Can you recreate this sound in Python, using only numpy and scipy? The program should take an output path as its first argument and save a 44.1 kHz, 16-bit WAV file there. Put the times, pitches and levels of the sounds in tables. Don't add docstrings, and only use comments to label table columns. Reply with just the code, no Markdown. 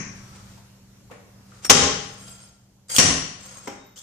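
import sys
import numpy as np
from scipy import signal
from scipy.fft import rfft, irfft, next_fast_len
from scipy.io import wavfile
from scipy.ndimage import uniform_filter1d

SR = 44100
rng = np.random.default_rng(int(sys.argv[2]) if len(sys.argv) > 2 else 0)


def dump_mix(stems):
    frames = np.atleast_2d(stems).T
    limited = np.clip(frames, -1, 1)
    pcm = np.round(limited * 32767).astype(np.int16)
    wavfile.write(sys.argv[1], SR, pcm)


def makeup_ratio(level_db):
    decades = np.asarray(level_db, float) / 20
    return 10 ** decades


N = 177634
LEAD = SR // 2

# frequency in Hz, width in Hz, level in dB.
ROD = [(1413.6, 26, -15.5), (3207, 58, -13.5), (4724, 35, -6), (4946, 47, -10), (5500, 120, -17),
       (6534, 60, -0.5), (7617, 45, -0.5), (8548, 36, -2.5), (9940, 8.6, 0.5), (10960, 35, -11),
       (13526, 44, -12.5), (13880, 29, -24.5), (14000, 39, -26.5), (13900, 23, -19.5)]


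def evened(x):
    return x / np.sqrt(np.mean(x ** 2) + 1e-20)


def read(points, hz):
    f, value = np.transpose(points)
    return np.interp(np.log(hz + 1), np.log(f + 1), value)


def colour(x, points, scale=1):
    size = next_fast_len(x.shape[-1])
    gain = makeup_ratio(scale * read(points, np.fft.rfftfreq(size, 1 / SR)))
    return irfft(rfft(x, size) * gain, size)[..., :x.shape[-1]]


def resonate(x, hz, width_hz):
    pole = np.exp((2j * np.pi * hz - np.pi * width_hz) / SR)
    return 2 * signal.lfilter([1 - abs(pole)], [1, -pole], x + 0j).real


def drift(size, span_s):
    span = int(span_s * SR)
    return evened(uniform_filter1d(uniform_filter1d(rng.standard_normal(size), span), span))


def alike(hz, like):
    return like + (.98 - like) / (1 + (hz / 560) ** 3)


def pair(size, like):
    a, b = rfft(rng.standard_normal((2, size)))
    same = np.clip(alike(np.fft.rfftfreq(size, 1 / SR), like), -1, 1)
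    return irfft([a, same * a + np.sqrt(1 - same ** 2) * b], size)


def add(mix, s, sound, pan_db=0):
    part = mix[:, LEAD + round(s * SR):][:, :sound.shape[-1]]
    panned = sound * makeup_ratio(np.array([[pan_db / 2], [-pan_db / 2]]))
    part += panned[:, :part.shape[1]]


def add_both(near, sent, s, sound):
    add(near, s, sound)
    add(sent, s, sound * makeup_ratio(-3.5))


def shock(shape):
    x = pair(len(shape), 0.24) * shape
    for _ in range(4):
        z = rfft(x)
        x = irfft(z / (abs(z) + 1e-12), len(shape))
        x = x * shape / np.sqrt(abs(uniform_filter1d(x ** 2, 48)) + 1e-24)
    return x


def blow(strength_db, rise_s, spectrum, ring):
    ring_db = -5
    t = np.arange(SR // 2) / SR
    t60_s = 0.07 * makeup_ratio(0.1 * strength_db) + 4.4 * rise_s
    hold_s = .015 * makeup_ratio(0.2467 * strength_db)
    onset = np.minimum(t / rise_s, 1)
    burst = shock(makeup_ratio(-60 * np.maximum(t - hold_s, 0) / t60_s) * onset)
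    modes = sum(makeup_ratio(db) * resonate(burst * onset, hz, 2 * width_hz) for hz, width_hz, db in ring)
    crunch = colour(burst, spectrum) * onset
    sound = evened(crunch) + makeup_ratio(ring_db) * evened(modes)
    return makeup_ratio(strength_db) * 0.0867 * sound * np.minimum(1, 10 - 20 * t)


def boom(strength_db):
    # frequency in Hz, t60 in seconds, level in dB.
    body = [(52.1, 0.27, -6.5), (78, 0.35, -13), (99.8, 0.3, -6), (149.9, 0.65, -3.5), (173, 0.55, -9),
            (255.7, 0.23, -1), (274.3, 0.57, -13)]
    level_db = -28.5 + 1.4341 * min(strength_db, -4.5)
    t = np.arange(SR) / SR
    push = rng.standard_normal(SR) * makeup_ratio(-60 * t / 0.81) * np.minimum(t / 0.033, 1)
    panels = 0
    for hz, t60_s, db in body:
        panel = evened(resonate(push, hz, 0.9 / t60_s + 16))
        panels = panels + makeup_ratio(db) * panel * makeup_ratio(-30 * t / t60_s)
    return makeup_ratio(level_db) * evened(panels)[None] * np.ones((2, 1))


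def blows(near, sent):
    # start in seconds, strength in dB, rise in seconds, left-right in dB, echo in dB.
    impacts = [
        (-.28, -3.5, 0.00286, 4.5, 0.5),
        (1.101, -39, 0.01594, 1, -1.5),
        (1.6455, -24.5, 0.0047, -0.5, -35.5),
        (1.6945, 3, 0.00512, 2.5, -3.5),
        (2.9826, -6.5, 0.0009, 2.5, 3),
        (3.671, -28.5, 0.0035, 1, -2),
    ]
    # frequency in Hz, level in dB per Hz.
    early = [(59, -28.5), (100, -8), (199, 2), (356, -13.5), (575, -12.5), (665, -65), (1100, -21),
             (2420, -8.5), (3590, -42.5), (6300, -4.5), (14500, -89)]
    scuff = [(88, -31.5), (150, -4.5), (216, -11), (270, 1), (355, -9), (494, -1.5), (1460, -14.5),
             (1850, -19.5), (12000, -39.5), (15600, -78), (22000, -120)]
    click = [(230, -29.5), (330, -5.5), (1010, -16.5), (1380, -4.5), (4020, -16), (8630, -6.5), (9360, -21),
             (14500, -21.5)]
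    first = [(71, -38.5), (120, -19.5), (238, -6.5), (300, -20), (420, 0.5), (719, -11.5), (828, -3.5),
             (915, -14), (1070, -6), (4480, -11), (5590, -2), (10400, -22.5), (14700, -47.5)]
    second = [(71, -34.5), (120, -13.5), (162, -9), (810, -11.5), (890, -20), (1100, -5.5), (1200, -13.5),
              (2770, -11.5), (3540, -17.5), (5070, -11.5), (5780, -4.5), (10200, -20.5), (11000, -45),
              (14300, -55), (22000, -120)]
    clunk = [(120, -26), (200, -1), (714, -13), (824, -9), (1490, -11.5), (3160, -22), (4360, -32.5),
             (5510, -16), (8470, -25), (10900, -46), (14500, -35)]
    # frequency in Hz, width in Hz, level in dB.
    early_ring = [(1093, 39, 0), (1575, 4.7, 4.5), (1837, 133, -2), (2430, 120, -26), (3913, 20, -10),
                  (5533, 23.3, 5.5), (5674, 35, -1.5), (6310, 36, 5.5), (7780, 20, -22.5), (10020, 52, 2.5)]
    scuff_ring = [(475, 28, 0.5), (1110, 52, -9.5), (1870, 46, -5.5), (2250, 100, -12), (2570, 30, -10.5),
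                  (6800, 90, -14.5)]
    click_ring = [(1306, 35, -6), (5570, 30, -3.5), (6700, 40, -5), (7100, 46, -5.5), (8660, 23, 3),
                  (10100, 44, -18.5), (11000, 38, -16.5), (12400, 23, -26), (13800, 55, -14)]
    first_ring = [(245, 67, -7), (422.3, 27, 2), (606, 8.8, -9.5), (814.8, 6.9, 0), (1061, 26, 0.5),
                  (1290, 13, -14), (1980, 35, -7), (3117, 140, -4), (3750, 49, -12), (4180, 51, -18.5),
                  (4500, 41, -21), (4670, 19, -14), (5270, 20, -6), (5720, 19, -0.5), (6310, 100, 0.5),
                  (7105, 220, -3.5), (8600, 46, -23), (9943, 83, -21), (9900, 31, -21.5),
                  (10100, 44, -18.5), (10950, 30, -28)]
    second_ring = [(175, 79, -16), (1910, 70, -10.5), (2820, 110, -22), (3020, 220, -15.5),
                   (3598, 16, -17.5), (3650, 9.7, -15.5), (4403, 51, -12), (5000, 18, -16), (5664, 18, 4.5),
                   (6230, 28, -6.5), (7140, 41, -13.5), (7600, 28, -10.5), (8000, 120, -12),
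                   (8900, 17, -26), (9750, 31, -25.5), (10100, 61, -17.5)]
    clunk_ring = [(299.2, 25, -17), (419, 30.8, 6), (573, 35, 4), (803, 11.7, 4.5), (950, 52, -5.5),
                  (2097, 89, -3), (3080, 42, -14.5), (5300, 23.5, -5), (5530, 20, -7.5), (6600, 44, -9.5),
                  (10200, 17, -29.5), (11820, 31, -9.5)]
    spectra = [early, scuff, click, first, second, clunk]
    rings = [early_ring, scuff_ring, click_ring, first_ring, second_ring, clunk_ring]
    for (s, strength_db, rise_s, pan_db, echo_db), spectrum, ring in zip(impacts, spectra, rings):
        hit = blow(strength_db, rise_s, spectrum, ring)
        add(near, s, hit, pan_db)
        add(sent, s, hit * makeup_ratio(echo_db), pan_db)
        add_both(near, sent, s, boom(strength_db))


def garage(x):
    # frequency in Hz, t60 in seconds.
    decay = [(60, 0.81), (250, 0.6147), (1000, 0.7273), (4000, 0.689), (7000, 0.6005), (10000, 0.44),
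             (15000, 0.13)]
    taps = np.zeros((2, SR))
    at = np.arange(200, SR - 16, 16) + rng.integers(0, 16, (2, (SR - 201) // 16))
    np.put_along_axis(taps, at, rng.choice([-1., 1.], at.shape), 1)
    hz, t, z = signal.stft(taps, SR, nperseg=512)
    same = np.clip(alike(hz, 0.044), -1, 1)[:, None]
    z = np.array([z[0], same * z[0] + np.sqrt(1 - same ** 2) * z[1]])
    tail = signal.istft(z * makeup_ratio(-60 * t / read(decay, hz)[:, None]), SR, nperseg=512)[1]
    return signal.fftconvolve(x, tail / np.linalg.norm(tail[0]), axes=1)[:, :x.shape[1]]


def ping(hz, db, rise_s, t60_s):
    t = np.arange(SR // 2) / SR
    rocking = min(1, 1.08 / t60_s) ** 3
    sway = rocking * drift(len(t), .009)
    main = np.sin(2 * np.pi * hz * t + [[0], [1.2]] + 0.51 * sway[::-1])
    twin = 0.23 * rocking * np.sin(2 * np.pi * (hz + 38) * t)
    level = makeup_ratio(db - 60 * t / t60_s + 2.6 * sway)
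    return level * np.minimum(t / rise_s, 1) * (main + twin) * np.minimum(1, 10 - 20 * t)


def hum():
    # frequency in Hz, width in Hz, level in dB.
    hum_lines = [(56.1, 6, -67.5), (101.1, 5.8, -60.5), (121.86, 4.6, -56.5), (194.73, 1.6, -56)]
    total = 0
    for hz, width_hz, db in hum_lines:
        turns = np.cumsum(hz + 0.43 * width_hz * drift(N, 0.062)) / SR
        total = total + makeup_ratio(db + 2.0 + 2.1 * drift(N, 0.016)) * np.sin(2 * np.pi * turns)
    return total


def background():
    # time in seconds, gain in dB.
    slow_gain = [(0, 6.5), (.55, 3.5), (.8, -1.5), (1.7, 0.5), (2.25, 4), (2.55, -7), (2.849, -8), (3.5, 0),
                 (3.72, -4), (4.03, -9.5)]
    # frequency in Hz, level in dB per Hz.
    air_spectrum = [(20, -37.5), (40, -21), (100, -8.5), (200, -16), (300, -20.5), (600, -25.5),
                    (1400, -30), (3500, -34.5), (6500, -30.5), (9000, -38.5), (14700, -41)]
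    # frequency in Hz, likeness from -1 to 1.
    likeness = [(60, 0.88), (180, 0.89), (530, 0.44), (1600, 0.33), (4770, -0.35), (14200, 0.48)]
    # frequency in Hz, share of the gain change.
    follows = [(300, .8), (650, 0.6), (1200, 1.4), (3500, 0.9), (12000, 0.92)]
    frames, hz = N // 256 + 5, np.fft.rfftfreq(1024, 1 / SR)
    a, b, c, d, patches = rng.standard_normal((frames, 513, 5)).T
    patches = evened(uniform_filter1d(uniform_filter1d(patches, 12, 0), 14, 1))
    same = np.clip(read(likeness, hz), -1, 1)[:, None]
    left = a + 1j * b
    z = np.array([left, same * left + np.sqrt(1 - same ** 2) * (c + 1j * d)])
    gain_db = np.interp(np.arange(frames * 256) / SR, *np.transpose(slow_gain))
    followed_db = read(follows, hz)[:, None] * gain_db[::256]
    z = z * makeup_ratio(read(air_spectrum, hz)[:, None] + 1.2 * patches + followed_db)
    air = makeup_ratio(-53.5) * evened(signal.istft(z, nperseg=1024, noverlap=768)[1][:, :N])
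    return air + hum() * makeup_ratio(0.96 * gain_db[:N])


def stroke(length_s, sing_db, swell_db, scrape_db):
    # frequency in Hz, level in dB per Hz.
    scrape_spectrum = [(60, -18), (130, -0.5), (200, -14.5), (300, -10.5), (388, -15.5), (515, -1),
                       (594, -6), (3890, -10.5), (6580, -8.5), (9000, -13), (11700, -34), (19800, -120)]
    bite_s, let_go_s, judder_db = 0.17 * length_s, 0.013, 3
    t = np.arange(0, length_s, 1 / SR)
    blur = 1.7 * makeup_ratio(-0.2648 * scrape_db)
    catches = makeup_ratio(2.0 * rng.exponential(1, len(t))) * (rng.random(len(t)) < 1500 / SR)
    grit = pair(len(t), 0.19) * (2.1 + uniform_filter1d(catches, 60) * 20)
    sing = 0
    for hz, width_hz, db in ROD:
        fed = grit * makeup_ratio(db + 4.1 * drift(len(t), 0.032)) / np.sqrt(blur)
        sing = sing + resonate(resonate(fed, hz, blur * width_hz), hz, 3.4 * blur * width_hz)
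    sound = evened(sing) + makeup_ratio(scrape_db) * evened(colour(grit, scrape_spectrum))
    contact = np.minimum(np.minimum(t / bite_s, (length_s - t) / let_go_s), 1)
    pressure_db = swell_db * t / length_s + judder_db * drift(len(t), 0.014)
    return sound * contact * makeup_ratio(sing_db + pressure_db)


def knock(peak_db, hz, bright_db, t60_s):
    rise_s = 0.051 * t60_s
    t = np.arange(SR // 6) / SR
    bump = pair(len(t), 0.25) * makeup_ratio(-60 * t / t60_s) * np.minimum(t / rise_s, 1)
    thud = resonate(resonate(bump, hz, 450), hz, 450)
    tick = sum(makeup_ratio(.5 * db) * resonate(bump, f, 5 * width_hz) for f, width_hz, db in ROD)
    return makeup_ratio(peak_db) * (thud / abs(thud).max() + makeup_ratio(bright_db) * tick / abs(tick).max())


def mode(hz, db, rise_s, t60_s):
    t = np.arange(SR // 2) / SR
    port_phase = np.array([[0], [1]]) * 0.8 * (1 - alike(hz, 0))
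    swell = np.sin(np.pi / 2 * np.minimum(t / rise_s, 1)) ** 2
    level = makeup_ratio(db - 60 * np.maximum(t - rise_s, 0) / t60_s) * swell
    return level * np.sin(2 * np.pi * hz * t + port_phase) * np.minimum(1, 10 - 20 * t)


def skid(length_s, level_db, swell_db, spectrum):
    t = np.arange(0, length_s, 1 / SR)
    catches = makeup_ratio(3.0 * rng.exponential(1, len(t))) * (rng.random(len(t)) < 900 / SR)
    grit = colour(pair(len(t), 0.19) * (1.4 + uniform_filter1d(catches, 40) * 15), spectrum)
    contact = np.minimum(np.minimum(t / 0.0023, (length_s - t) / 0.0066), 1)
    return evened(grit) * contact * makeup_ratio(level_db + swell_db * t / length_s)


def scene():
    # start in seconds, frequency in Hz, level
    # in dB, rise and t60 in seconds.
    pings = [(-.05, 5645, -49.5, .004, 1.44), (0.201, 1300, -51, 0.07, 0.91),
             (1.15, 576, -47.5, 0.036, 0.298), (1.7, 10227, -42, .004, 0.825),
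             (1.7, 10150, -45.5, .004, .7), (1.7, 13110, -39.5, 0.0036, 0.482),
             (2.1, 1370, -55.5, .15, 1.34), (2.983, 5646, -20, .001, 0.47), (2.985, 5661, -25, .002, 0.4),
             (1.6466, 5570, -30.5, 0.0019, 0.058), (2.985, 13200, -34.5, 0.0034, 0.25),
             (2.984, 10100, -35.5, 0.0028, 0.68), (2.984, 10170, -42, .003, 0.667),
             (3.676, 13900, -68.5, .004, 0.58), (3.74, 3742, -60.5, 0.054, 1.9),
             (3.84, 14000, -63, .02, 0.66), (3.585, 205, -49.5, 0.023, 0.236),
             (3.995, 185, -52.5, .012, 0.28)]
    # start and length in seconds, singing of the rod in dB,
    # swell over the stroke in dB, dull scrape against singing in dB.
    strokes = [(0.102, 0.282, -79.5, 7, 16.5), (0.363, 0.2363, -72, -2.5, 16),
               (1.447, 0.1616, -74.5, 0, 13.5), (1.618, 0.0428, -64, 20.5, 8), (1.98, 0.215, -56, 2.5, -7),
               (2.15, 0.3516, -49, -6.5, -4), (2.481, 0.18, -65.5, -26.5, -13.5),
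               (2.887, 0.0963, -36.5, 12.5, -11.5), (3.37, 0.3067, -50.5, -5, -0.5),
               (3.957, 0.074, -52.5, -6.5, -2)]
    # start in seconds, peak in dB, thud pitch
    # in Hz, bright part in dB, t60 in seconds.
    knocks = [(0.378, -45.5, 1263, -15.5, 0.124), (.57, -46, 802, -9, 0.12), (1.098, -43, 950, -20, 0.042),
              (1.112, -40.5, 1137, -8.5, 0.059), (1.113, -51.5, 2794, -4, 0.038),
              (1.12, -44.5, 1898, -11.5, 0.128), (1.514, -42, 1297, -20.5, 0.072),
              (1.696, -7, 3080, -3, 0.036), (2.9637, -13, 3287, 8, 0.012), (2.9832, -2.5, 6023, -5, 0.0214),
              (2.896, -37, 2107, 2.5, 0.151), (3.553, -40, 1110, -15.5, 0.1),
              (3.579, -41.5, 1385, -1.5, 0.05), (3.959, -46.5, 3010, -6, 0.063),
              (3.9641, -48.5, 3100, 6.5, .03), (3.978, -38.5, 3418, 4.5, 0.012),
              (3.991, -43, 3514, 7, 0.017)]
    # start in seconds, frequency in Hz, level in dB, rise and t60 in seconds.
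    hub = [(1.112, 465, -47, .012, .25), (1.125, 580, -50, .02, .3), (1.7, 239, -22.5, .055, .5),
           (1.696, 425, -18, .008, .2), (1.72, 434, -27, .05, .6), (1.697, 1050, -22, .006, .12),
           (1.697, 800, -23, .006, .12), (1.72, 170, -27, .05, .55), (1.7, 550, -28, .02, .5),
           (1.7, 612, -30, .02, .7), (1.7, 811, -24, .02, .75), (1.7, 1064, -29, .02, .7),
           (1.7, 1241, -28, .02, .5), (1.7, 1896, -32, .02, .7), (1.79, 76, -31, .055, .3),
           (2.984, 178, -21.5, .012, .14), (3.035, 166, -23.5, .025, .15), (2.984, 505, -29, .008, .2),
           (3.08, 75, -28.5, .05, .2), (3.0, 278, -31, .03, .35), (3.09, 232, -31, .035, .25),
           (2.986, 12500, -39, .004, .22), (3.15, 165, -35, .035, .3), (3.672, 398, -38.5, .006, .33),
           (3.672, 544, -39.5, .006, .27), (3.672, 807, -40, .004, .38), (3.6715, 960, -36, .002, .07),
           (3.672, 690, -41, .004, .15), (3.675, 300, -42, .01, .25), (3.674, 3150, -47, .004, .12),
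           (3.672, 2130, -45, .003, .08)]
    # start and length in seconds, level in dB, swell in dB.
    skids = [(2.883, .009, -45.5, 1.5), (2.893, 0.0596, -42, 8.5), (2.947, .036, -25.5, 3),
             (3.958, .042, -50, 8.5), (4.0, .03, -58.5, 0)]
    # frequency in Hz, level in dB per Hz.
    rasp = [(200, -22.5), (2400, -15.5), (4000, -12), (5900, -10.5), (8200, -1), (10200, -14), (12100, -32),
            (13900, -11.5), (14700, -31)]
    # frequency in Hz, level in dB per Hz.
    rasp_slow = [(200, -16.5), (680, -20.5), (1390, -4.5), (2500, -18), (3100, -12), (4300, -8.5),
                 (6540, 3), (9000, -10), (14700, -43.5)]
    # frequency in Hz, left-right in dB.
    ports = [(60, 0), (180, -1), (530, 1), (1600, 0), (4770, 5), (14200, -6)]
    near, sent = np.zeros((2, 2, N + LEAD))
    blows(near, sent)
    for s, *shape in pings:
        add_both(near, sent, s, ping(*shape))
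    for s, *shape in strokes:
        add_both(near, sent, s, stroke(*shape))
    for s, *shape in knocks:
        add_both(near, sent, s, knock(*shape))
    for s, *shape in hub:
        add(near, s, mode(*shape))
    for s, *shape in skids:
        add_both(near, sent, s, skid(*shape, rasp if s < 2.9826 else rasp_slow))
    steel = near + garage(sent)
    steel = np.array([colour(steel[0], ports, 0.68), colour(steel[1], ports, -0.69)])
    return steel[:, LEAD:] + background()


def thinned(x, margin_db):
    hz, t, z = signal.stft(x, SR, nperseg=1024)
    power = abs(z) ** 2
    loud = power[:, (hz > 1000) & (hz < 8000)].mean(1, keepdims=True)
    bands = np.repeat(power[:, :512].reshape(2, 64, 8, -1).max(2), 8, 1)
    masked = (bands < loud * makeup_ratio(2 * margin_db)) & (hz[:512, None] > 8900)
    keep = np.pad(~masked, [(0, 0), (0, 1), (0, 0)])
    return signal.istft(z * keep, SR, nperseg=1024)[1][:, :N]


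def top_cut(x):
    return signal.sosfilt(signal.butter(12, 14840, fs=SR, output="sos"), x)


def record(dry):
    lag = np.exp(-1 / (0.016 * SR))
    power_db = 10 * np.log10(signal.lfilter([1 - lag], [1, -lag], (dry ** 2).mean(0)) + 1e-12)
    fall_db = np.arange(N) * 260.0 / SR
    held_db = np.maximum.accumulate(power_db + fall_db) - fall_db
    over_db = np.maximum(held_db + 14.5, 0)
    slow = np.exp(-1 / (0.0077 * SR))
    ducked = dry / makeup_ratio(0.621 * signal.lfilter([1 - slow], [1, -slow], over_db))
    limited = signal.oaconvolve(ducked, signal.firwin(255, 14800, fs=SR)[None], "same")
    return top_cut(np.clip(thinned(limited, -11), -1, 1))


dry = scene()
out = record(dry)
dump_mix(out)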